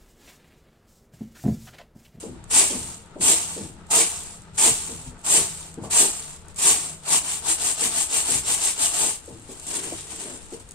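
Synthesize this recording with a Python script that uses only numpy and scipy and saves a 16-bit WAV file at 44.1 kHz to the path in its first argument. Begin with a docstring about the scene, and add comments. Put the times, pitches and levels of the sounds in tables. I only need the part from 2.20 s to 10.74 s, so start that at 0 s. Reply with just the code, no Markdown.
"""Close in front of a two-port microphone in a small room, roasted grains are winnowed on a plastic tray.
A toss is already trickling out; seven more follow, each a swelling shower of tiny impacts and a trickle.
Quick sideways shakes come next, then a hand rubs and gathers the grains.
The thin tray drums, booms and bulges with soft thumps; behind lie room murmur, draught and a faint engine.
The ports ring at slightly different treble pitches, which makes the swish bright and wide."""
import sys
import numpy as np
from scipy import signal
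from scipy.fft import rfft, irfft, next_fast_len
from scipy.io import wavfile
from scipy.ndimage import uniform_filter1d

SR = 44100
rng = np.random.default_rng(int(sys.argv[2]) if len(sys.argv) > 2 else 0)


def dump(signal):
    """Clip the signal to [-1, 1] and save it as 16-bit WAV at the path in sys.argv[1]."""
    limited = np.clip(np.atleast_2d(signal).T, -1, 1)
    pcm = np.round(limited * 32767).astype(np.int16)
    wavfile.write(sys.argv[1], SR, pcm)


N = 376613
TIME = np.arange(N) / SR   # seconds

# Place of the heap. Each row: time in seconds, left over right in dB.
HEAP_PAN = [(0, 1.3), (4.5, 1.7), (5.2, 3.5), (8.5, 3.6)]
# Tosses. Each row: first grains land in seconds, their level in dB, heap lands in seconds, its level in dB,
# trickle level at that moment in dB, time until the trickle settles faster in seconds.
TOSSES = [(-.41, -22, -.33, -15, -24.5, .38), (.294, -26, .377, -14.4, -21, .37),
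          (.998, -23.5, 1.09, -16.2, -22, .37), (1.696, -20, 1.782, -15.4, -24.5, .37),
          (2.366, -21.5, 2.446, -15.3, -22.5, .38), (3.034, -29.5, 3.148, -15.5, -26, .34),
          (3.695, -23.5, 3.795, -15.4, -24.5, .35), (4.369, -27, 4.479, -15.4, -23, .22)]
SHOWER_HOLD_S, SHOWER_FALL_DB_PER_S = .027, 205
SWELL_ROUNDING = 1.28   # exponent: the shower swells fast at first, then levels off
BUILD_S = .017   # the first grains arrive within this time
FORERUNNER_DB, FORERUNNER_RISE_DB_PER_S = -45, 600   # a few grains come down ahead of the rest
TRICKLE_FALL_DB_PER_S, SETTLE_FALL_DB_PER_S = 52, 125   # grains roll on, then come to rest
FLICK_LEAD_S, FLICK_LENGTH_S, FLICK_DB = .08, .2, -53   # the tray shivers as it flicks the heap up
FLIGHT_LEAD_S, FLIGHT_LENGTH_S, FLIGHT_HUSH_DB = .06, .2, 9   # the heap creeps less while in the air
CREEP_DB = -57.5   # the heap is never quite still
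# Sideways shakes. Each row: middle of the stroke in seconds, length in seconds, level in dB.
SHAKES = [(4.945, .135, -17.4), (5.116, .21, -26.8), (5.311, .118, -20.5), (5.473, .177, -21.6),
          (5.648, .144, -21.4), (5.793, .17, -22), (5.975, .154, -21.1), (6.134, .183, -21.4),
          (6.322, .141, -20.6), (6.467, .173, -21.5), (6.649, .137, -20), (6.83, .26, -21.2)]
STROKE_EDGE_DB = 14   # a stroke is this much quieter at its ends
SLIDE_LEAD_S = .016   # in a shake the heap slides before it tumbles
# Pinches of loose grains rolling across the tray. Each row: middle in seconds, length in seconds, level in dB.
ROLLS = [(2.36, .04, -43), (3.0, .06, -54), (3.652, .045, -43), (4.308, .05, -50), (4.371, .026, -37),
         (7.325, .04, -43), (8.41, .06, -48)]
# Grains stirred by the hand. Each row: time in seconds, level in dB.
STIRRING = [(7.0, -52), (7.1, -50), (7.25, -52), (7.442, -40.5), (7.52, -29), (7.878, -42), (7.912, -35.5),
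            (7.99, -41), (8.002, -35), (8.302, -51), (8.314, -47), (8.45, -60)]
FINGER_JERK_DB, FINGER_JERK_HZ = 1.6, 22   # the fingers catch and slip in the heap
# The hand in the heap. Each row: time in seconds, share of the clicks muffled (0-1), rubbing in dB.
HAND = [(7.0, 0, -68), (7.44, 0.2, -59), (7.53, 0.18, -40), (7.7, 0.3, -44.5), (7.83, 0.85, -56),
        (7.95, 0.87, -48.5), (8.13, 0.6, -44), (8.24, 0.88, -58), (8.45, 0, -65)]
CRUNCH_PER_S, CRUNCH_DB, CRUNCH_HZ, CRUNCH_WIDTH_HZ = 900, -6, 1500, 900   # grains dragged under the palm

# Click of one grain. Each row: frequency in Hz, relative level in dB.
HUSK = [(300, -18), (900, -3), (1300, -3.2), (1700, -5.3), (2200, -1.5), (3200, -.2), (4500, -6),
        (6000, -2.7), (7500, -0.7), (9200, -1.7), (10500, -7.5), (13000, -3.5), (15500, -7.5)]
HUSK_DB = -3.9   # clicks against the level of the moving grains
BOUNCE_FOLLOWS = 1.07   # bright bounces die away faster than the movement
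# Scratch of a grain that slides instead of bouncing. Each row: frequency in Hz, relative level in dB.
SCRATCH = [(300, -22), (900, -5), (1300, -7), (1700, -8.5), (2600, -1), (3600, -.5), (4500, -2), (6000, -8),
           (8000, -5), (10000, -15), (15500, -20)]
SCRATCH_DB, SCRATCH_FOLLOWS = -6.5, .9   # against the moving grains; share of their dB swing it follows
# Single grains snapping against the plastic. Each row: time in seconds, strength in dB.
TICKS = [(.241, -27), (.998, -29.5), (1.668, -34), (1.822, -8), (2.035, -19), (2.992, -33), (3.015, -33),
         (3.542, -25), (4.162, -27), (4.284, -26.5), (4.345, -31), (4.361, -22), (7.060, -28), (7.197, -32),
         (7.318, -27), (7.398, -21), (7.468, -17.5), (7.488, -19), (7.518, -16), (7.541, -12), (7.561, -17),
         (7.726, -22), (7.809, -23), (8.0, -22), (8.175, -28), (8.327, -27), (8.399, -31), (8.490, -26),
         (8.510, -22), (8.519, -25)]
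TICK_LOW_HZ, SKITTER_SHARE = 3500, 1.3   # a snap is thin and bright
STRAYS_PER_S, STRAY_DB, STRAY_SPREAD_DB = 7, -38, 3   # fainter snaps come at random
HARD_PER_S, HARD_DB, HARD_SPREAD_DB = 70, 4.5, 2.8   # hard seeds stand out of the moving grains

# Bending modes of the tray. Each row: frequency in Hz, width in Hz, relative level in dB.
TRAY_MODES = [(110, 23, -5), (168.4, 26, 1), (237, 26, -1), (290, 48, -5), (335.2, 29.5, -2.5),
              (399, 15.6, -1), (459.6, 15.2, -2.5), (566, 32, -9), (624, 16, -5.5), (678, 23, 0),
              (820, 140, -4.5), (936, 85, -.5), (1094, 130, -7.5), (1330, 300, -5.5)]
DRUM_DB, DRUM_FOLLOWS = -33, .68   # tray floor under the densest shower; share of the dB swing it follows
# Bulges of the swung tray. Each row: time in seconds, level in dB, pitch in Hz, share that is a clean pop (0-1).
BULGES = [(.028, -31.5, 365, .6), (.502, -29.5, 350, .5), (.956, -31.5, 350, .6), (1.361, -31, 360, .6),
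          (2.679, -36.5, 290, .3), (3.572, -31.5, 265, .4), (5.606, -37, 340, .3), (6.085, -36.5, 380, .4),
          (7.075, -37, 320, .2)]
BULGE_DECAY_S = .042
POP_S, POP_OCTAVES_PER_S, POP_DB = .036, 44, -1.8   # the sheet stiffens as it bows, so its pitch shoots up
# it swings back, lower and softer
REBOUND_S, REBOUND_DB, REBOUND_PITCH_SHARE, REBOUND_DECAY_S = .038, -6, .62, .075
# and its ring sinks in pitch as it slackens
REBOUND_RING_HZ, REBOUND_RING_S, REBOUND_OCTAVES_PER_S, REBOUND_RING_DB = 200, .056, -5, -5
FLEX_DB, FLEX_HZ, FLEX_DECAY_S = -18.5, 720, .1   # higher modes rustle while the sheet bends
# Short knocks and thumps of the tray. Each row: time in seconds, level in dB, decay in seconds, pitch in Hz.
SHORT_THUMPS = [(2.858, -37.5, .04, 165), (3.632, -35, .036, 680), (7.287, -34.5, .021, 290),
                (7.72, -25.5, .0081, 410), (8.045, -40.5, .078, 357), (8.318, -29.5, .019, 310)]
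JOLT_S, JOLT_LENGTH_S, JOLT_DB = .022, .08, -43   # the grains stir briefly just after each
# Booms of the tray. Each row: bare floor peaks in seconds, its level in dB,
# loaded floor peaks in seconds, its level in dB, rise or fall of the loaded boom in seconds.
BOOMS = [(.365, -39, .41, -33, .11), (1.06, -39, 1.112, -30.5, .09), (1.748, -31, 1.793, -31, .11),
         (2.435, -34, 2.47, -29, .08), (3.09, -39, 3.17, -33.5, .15), (3.765, -37, 3.835, -30.5, .11),
         (4.475, -37, 4.49, -37, .09), (4.945, -37, 4.955, -42, .06), (6.81, -39, 6.85, -37, .14)]
BARE_HZ, BARE_WIDTH_HZ, BARE_LENGTH_S = 780, 330, .09   # hollow while the floor is still bare
LOADED_HZ, LOADED_WIDTH_HZ = 345, 210   # deeper once the heap weighs on it

# Room murmur. Each row: frequency in Hz, relative level in dB.
ROOM_NOISE = [(20, -3), (45, -6.5), (80, 1.5), (120, -6.5), (175, -8.5), (280, -14.5), (500, -13.5),
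              (900, -21.5), (1600, -24), (4000, -30), (9000, -60.5), (15000, -95)]
ROOM_NOISE_DB = -51.5
# Air stirring at a port. Each row: frequency in Hz, relative level in dB.
DRAUGHT = [(10, -8), (25, -1), (50, -3), (100, -9.5), (200, -19), (400, -30), (1500, -62)]
# Soft low puffs and thumps. Each row: time in seconds, level in dB, decay in seconds, pitch in Hz.
LOW_PUFFS = [(2.18, -44, .05, 75), (2.31, -44, .04, 75), (2.42, -41.5, .1, 39.2), (2.5, -34, .04, 75),
             (2.865, -35, .04, 55), (3.17, -43, .17, 100), (3.612, -35, .06, 135), (6.105, -37.5, .1, 88),
             (7.62, -47, .19, 120), (8.41, -43, .04, 78)]
FAN_S, FAN_DB, FAN_HZ, FAN_DECAY_S = .05, -10, 88, .13   # each bulge also fans air over the ports
# Far engine. Each row: time in seconds, pitch of the main line in Hz, level in dB.
HUM = [(0, 178, -55), (1.2, 172, -54), (2, 166, -55), (3, 162, -53.5), (4.2, 156, -55.5), (4.9, 150, -53.5),
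       (5.7, 145, -63), (8.5, 156, -63)]
# Lines of the engine. Each row: multiple of the main line, level against it in dB.
HUM_LINES = [(.5, -5), (1, 0), (1.2, -6)]
HUM_WAVER_SHARE, HUM_FLUTTER_DB = .022, 3
# Microphone ports, left then right. Each row: resonance in Hz, quality factor.
PORTS = [(8820, 7.77), (7630, 7.16)]
CUTOFF_HZ = 15700


def grains():
    """Grains click, scratch and drum on the tray; a hand dulls the clicks, crunches and rubs."""
    rattle_db, slide_db, drum_db = motion()
    top_db = rattle_db.max()
    muffle, rub_db = in_time(HAND)
    pan_db, = in_time(HEAP_PAN)
    # fewer grains move as the heap settles, and fewer still under the fingers
    per_s = 7500 * from_db(.17 * (rattle_db - top_db) - 7 * muffle)

    hits = impacts(per_s, size_spread_db=2.7, clump_db=.8, clump_hz=161)
    hits = scatter(hits, t60=.026, share=.75, roam_hz=4)
    husks = hits * from_db(top_db + BOUNCE_FOLLOWS * (rattle_db - top_db) + HUSK_DB)
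    dulled = 1.8 * butter(husks, 8000, "low", order=1)
    husks = husks + muffle * (dulled - husks)
    clicks = colour(husks + ticks(rattle_db), HUSK)

    slips = impacts(.6 * per_s, size_spread_db=2.5, clump_db=1.1, clump_hz=120)
    slips = scatter(slips, t60=.008, share=.9, roam_hz=3, count=6)
    scratch = colour(slips, SCRATCH) * from_db(top_db + SCRATCH_FOLLOWS * (slide_db - top_db) + SCRATCH_DB)

    floor = tray(ports_apart(hits, alike_hz=685))
    drum = rms_one(butter(floor, 270, "high")) * from_db(drum_db)

    crushed = impacts(CRUNCH_PER_S, size_spread_db=3, clump_db=2.5, clump_hz=35)
    crunches = echoes(crushed[None], delay_s=.0002, t60=.012, dull_hz=3000)
    crunch = from_db(CRUNCH_DB) * rms_one(resonance(crunches, CRUNCH_HZ, CRUNCH_WIDTH_HZ))
    rumble = rms_one(resonance(floor, 352, 170))
    rub = (rumble + crunch) * from_db(rub_db)
    return (clicks + scratch + drum + rub) * from_db(np.array([pan_db, -pan_db]) / 2)


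def motion():
    """Levels in dB of the tumbling grains, the sliding grains and the tray floor drumming under them."""
    stir_db = np.interp(TIME, *np.transpose(STIRRING), left=-np.inf) + FINGER_JERK_DB * wander(FINGER_JERK_HZ)
    in_flight = sum(hump(TIME - first_s + FLIGHT_LEAD_S + FLIGHT_LENGTH_S / 2, FLIGHT_LENGTH_S)
                    for first_s, *_ in TOSSES)
    creep_db = CREEP_DB - FLIGHT_HUSH_DB * in_flight
    tosses = [toss(*row) for row in TOSSES]
    jolts = [stroke(s + JOLT_S, JOLT_LENGTH_S, JOLT_DB) for s, *_ in SHORT_THUMPS]
    rolls = [stroke(*row) for row in ROLLS]
    loose_db = together([creep_db, stir_db] + tosses + jolts + rolls)
    shaken_db = together([stroke(*row) for row in SHAKES])
    rattle_db = together([loose_db, shaken_db])
    early_shaken_db = np.interp(TIME + SLIDE_LEAD_S, TIME, shaken_db)
    slide_db = together([loose_db, early_shaken_db + 1.2])
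    flicks = [stroke(first_s - FLICK_LEAD_S, FLICK_LENGTH_S, FLICK_DB) for first_s, *_ in TOSSES]
    drum_db = together([DRUM_DB + DRUM_FOLLOWS * (slide_db - rattle_db.max())] + flicks)
    return rattle_db, slide_db, drum_db


def toss(first_s, first_db, heap_s, heap_db, trickle_db, trickle_s):
    """The first grains patter down, the shower swells until the heap lands, then stragglers roll and settle."""
    before = np.maximum(heap_s - TIME, 0)
    after = np.maximum(TIME - heap_s, 0)
    still_to_swell = np.interp(TIME, [first_s + BUILD_S, heap_s], [1, 0]) ** SWELL_ROUNDING
    swell = heap_db + (first_db - heap_db) * still_to_swell
    shower = swell - SHOWER_FALL_DB_PER_S * np.maximum(after - SHOWER_HOLD_S, 0)
    trickle = trickle_db - SHOWER_FALL_DB_PER_S * before - TRICKLE_FALL_DB_PER_S * after
    trickle = trickle - SETTLE_FALL_DB_PER_S * np.maximum(after - trickle_s, 0)
    arrived = np.clip((TIME - first_s) / BUILD_S, 0, 1) ** 2
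    forerunners = FORERUNNER_DB - FORERUNNER_RISE_DB_PER_S * np.abs(TIME - first_s - BUILD_S / 2)
    return together([forerunners, together([shower, trickle]) + 20 * np.log10(arrived + 1e-9)])


def stroke(middle_s, length_s, db):
    """The level swells and sinks with the speed of the movement."""
    return db - STROKE_EDGE_DB * np.minimum((2 * (TIME - middle_s) / length_s) ** 2, 10)


def ticks(rattle_db):
    """A lone grain strikes hard and skitters for a moment; hard seeds crackle wherever the heap moves."""
    stray_db = STRAY_DB + STRAY_SPREAD_DB * rng.standard_normal(N)
    strays = (rng.random(N) < STRAYS_PER_S / SR) * from_db(stray_db)
    hard_db = rattle_db + HARD_DB + HARD_SPREAD_DB * np.clip(rng.standard_normal(N), -2, 2)
    hard = (rng.random(N) < HARD_PER_S / SR) * from_db(hard_db)
    snaps = np.array([strays + hard, strays + hard])
    for s, db in TICKS:
        snaps[:, round(s * SR)] = from_db(db)
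    skitter = SKITTER_SHARE * echoes(snaps, delay_s=.0003, t60=.02, dull_hz=9000)
    return butter(snaps + skitter, TICK_LOW_HZ, "high", order=1)


def impacts(per_s, size_spread_db, clump_db, clump_hz):
    """Random grain contacts of even power, bunched in clumps."""
    chance = np.clip(per_s / SR, 1e-4, 1)
    size = from_db(size_spread_db * np.minimum(rng.exponential(1, N), 3)) * rng.choice([-1, 1], N)
    clumps = from_db(clump_db * np.clip(wander(clump_hz), -2, 2))
    return (rng.random(N) < chance) * size * clumps / np.sqrt(chance)


def scatter(hits, t60, share, roam_hz, count=12):
    """Each spot scatters a click its own way; the busiest wanders slowly at random, so their colour shifts."""
    spot = np.floor(4 * wander(roam_hz) + .7 * rng.standard_normal(N)).astype(int) % count
    t = TIME[:SR // 30]
    out = np.zeros((2, N))
    for k in range(count):
        paths = rng.standard_normal((2, len(t))) * from_db(-60 * t / t60)
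        paths *= share / np.sqrt(np.sum(paths ** 2, axis=1, keepdims=True))
        # the direct click reaches each port after its own small delay
        paths[[0, 1], rng.integers(0, 15, size=2)] += 1
        out += signal.oaconvolve((hits * (spot == k))[None], paths, axes=-1)[:, :N]
    return rms_one(out)


def tray(force):
    """The sheet rings in its bending modes, of alternating sign."""
    return sum((-1) ** k * from_db(db) * resonance(force, hz, width)
               for k, (hz, width, db) in enumerate(TRAY_MODES))


def tray_thumps():
    """The plastic pops out and rebounds when swung, gives short knocks and thumps, and booms under the heap."""
    shudders, pops = [], 0
    for s, db, hz, clean in BULGES:
        shudders.append((s, db + 10 * np.log10(1 - clean), BULGE_DECAY_S, hz))
        shudders.append((s + REBOUND_S, db + REBOUND_DB, REBOUND_DECAY_S, hz * REBOUND_PITCH_SHARE))
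        out = from_db(POP_DB) * glide(s + POP_S / 3, POP_S, hz, POP_OCTAVES_PER_S)
        back_s = s + REBOUND_S + REBOUND_RING_S / 10
        back = glide(back_s, REBOUND_RING_S, REBOUND_RING_HZ, REBOUND_OCTAVES_PER_S)
        pops = pops + from_db(db) * np.sqrt(clean) * (out + from_db(REBOUND_RING_DB) * back)
    flexes = thuds(shudders + SHORT_THUMPS, rise_s=.0017, octaves=1.45, modal_share=.35)
    bending = [(s, db + FLEX_DB, FLEX_DECAY_S, FLEX_HZ) for s, db, *_ in BULGES]
    rustles = thuds(bending, rise_s=.004, octaves=.9, modal_share=.3)
    return (pops + flexes + rustles + booms()) * from_db([[1.1], [-1.1]])


def booms():
    """The grains first drum on the bare floor; the weight of the heap then pulls the boom down in pitch."""
    bare = sum(from_db(db) * hump(TIME - s + BARE_LENGTH_S, 2 * BARE_LENGTH_S) ** 2
               for s, db, *_ in BOOMS)
    loaded = sum(from_db(db) * hump(TIME - s + length_s, 2 * length_s) ** 2
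                 for _, _, s, db, length_s in BOOMS)
    return bare * boom(BARE_HZ, BARE_WIDTH_HZ) + loaded * boom(LOADED_HZ, LOADED_WIDTH_HZ)


def boom(hz, width_hz):
    """Noise ringing in the tray's modes around one pitch, held at an even level."""
    ringing = tray(rng.standard_normal(N))
    for _ in range(2):
        ringing = resonance(ringing, hz, 2 * width_hz)
    return ringing / np.sqrt(np.abs(uniform_filter1d(ringing ** 2, size=1100)) + 1e-20)


def glide(middle_s, length_s, hz, octaves_per_s):
    """A few cycles of one mode whose pitch slides."""
    t = np.clip(TIME - middle_s, -length_s / 2, length_s / 2)
    turns = np.cumsum(hz * 2 ** (octaves_per_s * t)) / SR + rng.random()
    return np.sqrt(2) * hump(t + length_s / 2, length_s) * np.sin(2 * np.pi * turns)


def thuds(rows, rise_s, octaves, modal_share):
    """Soft blows: brief band-limited shudders, part of which passes through the tray's modes."""
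    out = np.zeros(N)
    t = TIME[:SR // 2]
    for s, db, decay_s, hz in rows:
        swell = (1 - np.exp(-t / rise_s)) * np.exp(-t / decay_s)
        band = [hz / 2 ** (octaves / 2), hz * 2 ** (octaves / 2)]
        shudder = butter(rng.standard_normal(len(t)) * swell, band, "band", order=4)
        shudder = modal_share * rms_one(tray(shudder)) + (1 - modal_share) * rms_one(shudder)
        blow = from_db(db) * rms_one(shudder) * np.sqrt(np.mean(swell ** 2))
        rest = out[round(s * SR):][:len(t)]   # a view: adding to it adds to out
        rest += blow[:len(rest)]
    return out


def room_noise():
    """A low murmur with a hum and soft low puffs and thumps, and air stirring at each port, mostly the left."""
    murmur = colour(ports_apart(rng.standard_normal((2, N)), alike_hz=600), ROOM_NOISE)
    murmur = from_db(ROOM_NOISE_DB) * rms_one(murmur)
    draught = rms_one(colour(rng.standard_normal((2, N)), DRAUGHT)) * from_db(2.6 * wander(2.2))
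    fanned = [(s + FAN_S, db + FAN_DB, FAN_DECAY_S, FAN_HZ) for s, db, *_ in BULGES]
    puffs = thuds(fanned + LOW_PUFFS, rise_s=.0034, octaves=1.7, modal_share=0)
    return (murmur + far_engine() + puffs) * from_db([[1.7], [-1.7]]) + draught * from_db([[-52], [-59]])


def far_engine():
    """A few low lines that waver together in pitch and flutter in level."""
    hz, db = in_time(HUM)
    turns = np.cumsum(hz * (1 + HUM_WAVER_SHARE * wander(5))) / SR
    lines = 0
    for multiple, line_db in HUM_LINES:
        level = from_db(db + line_db + HUM_FLUTTER_DB * wander(9))
        lines = lines + np.sqrt(2) * np.sin(2 * np.pi * multiple * turns) * level
    return lines


def echoes(x, delay_s, t60, dull_hz):
    """Dense dying reflections, different at each port."""
    t = TIME[:SR // 2]
    response = rng.standard_normal((2, len(t))) * from_db(-60 * t / t60) * (t > delay_s)
    response /= np.sqrt(np.sum(response ** 2, axis=1, keepdims=True) + 1e-20)
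    response = butter(response, min(dull_hz, .45 * SR), "low", order=1)
    return signal.oaconvolve(x, response, axes=-1)[:, :N]


def ports_apart(pair, alike_hz):
    """Long waves reach both ports alike, short ones differently."""
    mid = pair[0] + pair[1]
    side = butter(pair[0] - pair[1], alike_hz, "high")
    return rms_one(np.array([mid + side, mid - side]))


def from_db(db):
    """Decibels to gain."""
    return 10 ** (np.asarray(db) / 20)


def together(levels_db):
    """Level of several unrelated sounds at once, in dB."""
    return 10 * np.log10(sum(from_db(db) ** 2 for db in levels_db) + 1e-20)


def rms_one(x):
    """Scale to unit power."""
    return x / np.sqrt(np.mean(x ** 2) + 1e-20)


def in_time(rows):
    """Each column of a curve at every sample."""
    s, *columns = np.transpose(rows)
    return [np.interp(TIME, s, c) for c in columns]


def hump(t, length_s):
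    """A smooth rise and fall between 0 and the length."""
    return np.sin(np.pi * np.clip(t / length_s, 0, 1)) ** 2


def wander(hz):
    """A slow random value of spread 1."""
    return rms_one(butter(rng.standard_normal(N + SR), hz, "low")[SR:])


def butter(x, hz, kind, order=2):
    """Causal low-, high- or band-pass."""
    return signal.sosfilt(signal.butter(order, hz, kind, fs=SR, output="sos"), x + 1e-18)


def colour(x, spectrum, size=4096):
    """Causal (minimum-phase) filter through the points of a spectrum."""
    hz, db = np.transpose(spectrum)
    grid = np.maximum(np.fft.rfftfreq(size, 1 / SR), 1)
    cepstrum = irfft(np.log(from_db(np.interp(np.log(grid), np.log(hz), db))))
    # folding the cepstrum onto its first half puts all the energy as early as possible
    cepstrum[1:size // 2] *= 2
    cepstrum[size // 2 + 1:] = 0
    response = irfft(np.exp(rfft(cepstrum)))
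    return signal.oaconvolve(x, response[None], axes=-1)[:, :N]


def resonance(x, hz, width_hz):
    """Two-pole resonance, gain about 1 on top."""
    r = np.exp(-np.pi * width_hz / SR)
    poles = [1, -2 * r * np.cos(2 * np.pi * hz / SR), r * r]
    return signal.lfilter(np.array([1, 0, -1]) * (1 - r * r) / 2, poles, x + 1e-18)


def scene():
    """Grains and tray close to the microphone with a short room tail, over the room noise."""
    near = grains() + tray_thumps()
    room = from_db(-8) * echoes(near, delay_s=.0021, t60=.19, dull_hz=7000)
    return near + room + room_noise()


def record(dry):
    """Each port is a small air cavity: a resonant low-pass. The top is cut steeply."""
    size = next_fast_len(N + SR // 10)
    hz = np.fft.rfftfreq(size, 1 / SR)
    ports = np.array([1 / (1 - (hz / port_hz) ** 2 + 1j * hz / port_hz / q) for port_hz, q in PORTS])
    heard = irfft(rfft(dry, size) * ports, size)[:, :N]
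    heard = np.tanh(heard)   # the highest peaks are rounded
    return signal.sosfilt(signal.ellip(12, .2, 80, CUTOFF_HZ, fs=SR, output="sos"), heard)


dry = scene()
out = record(dry)
dump(out)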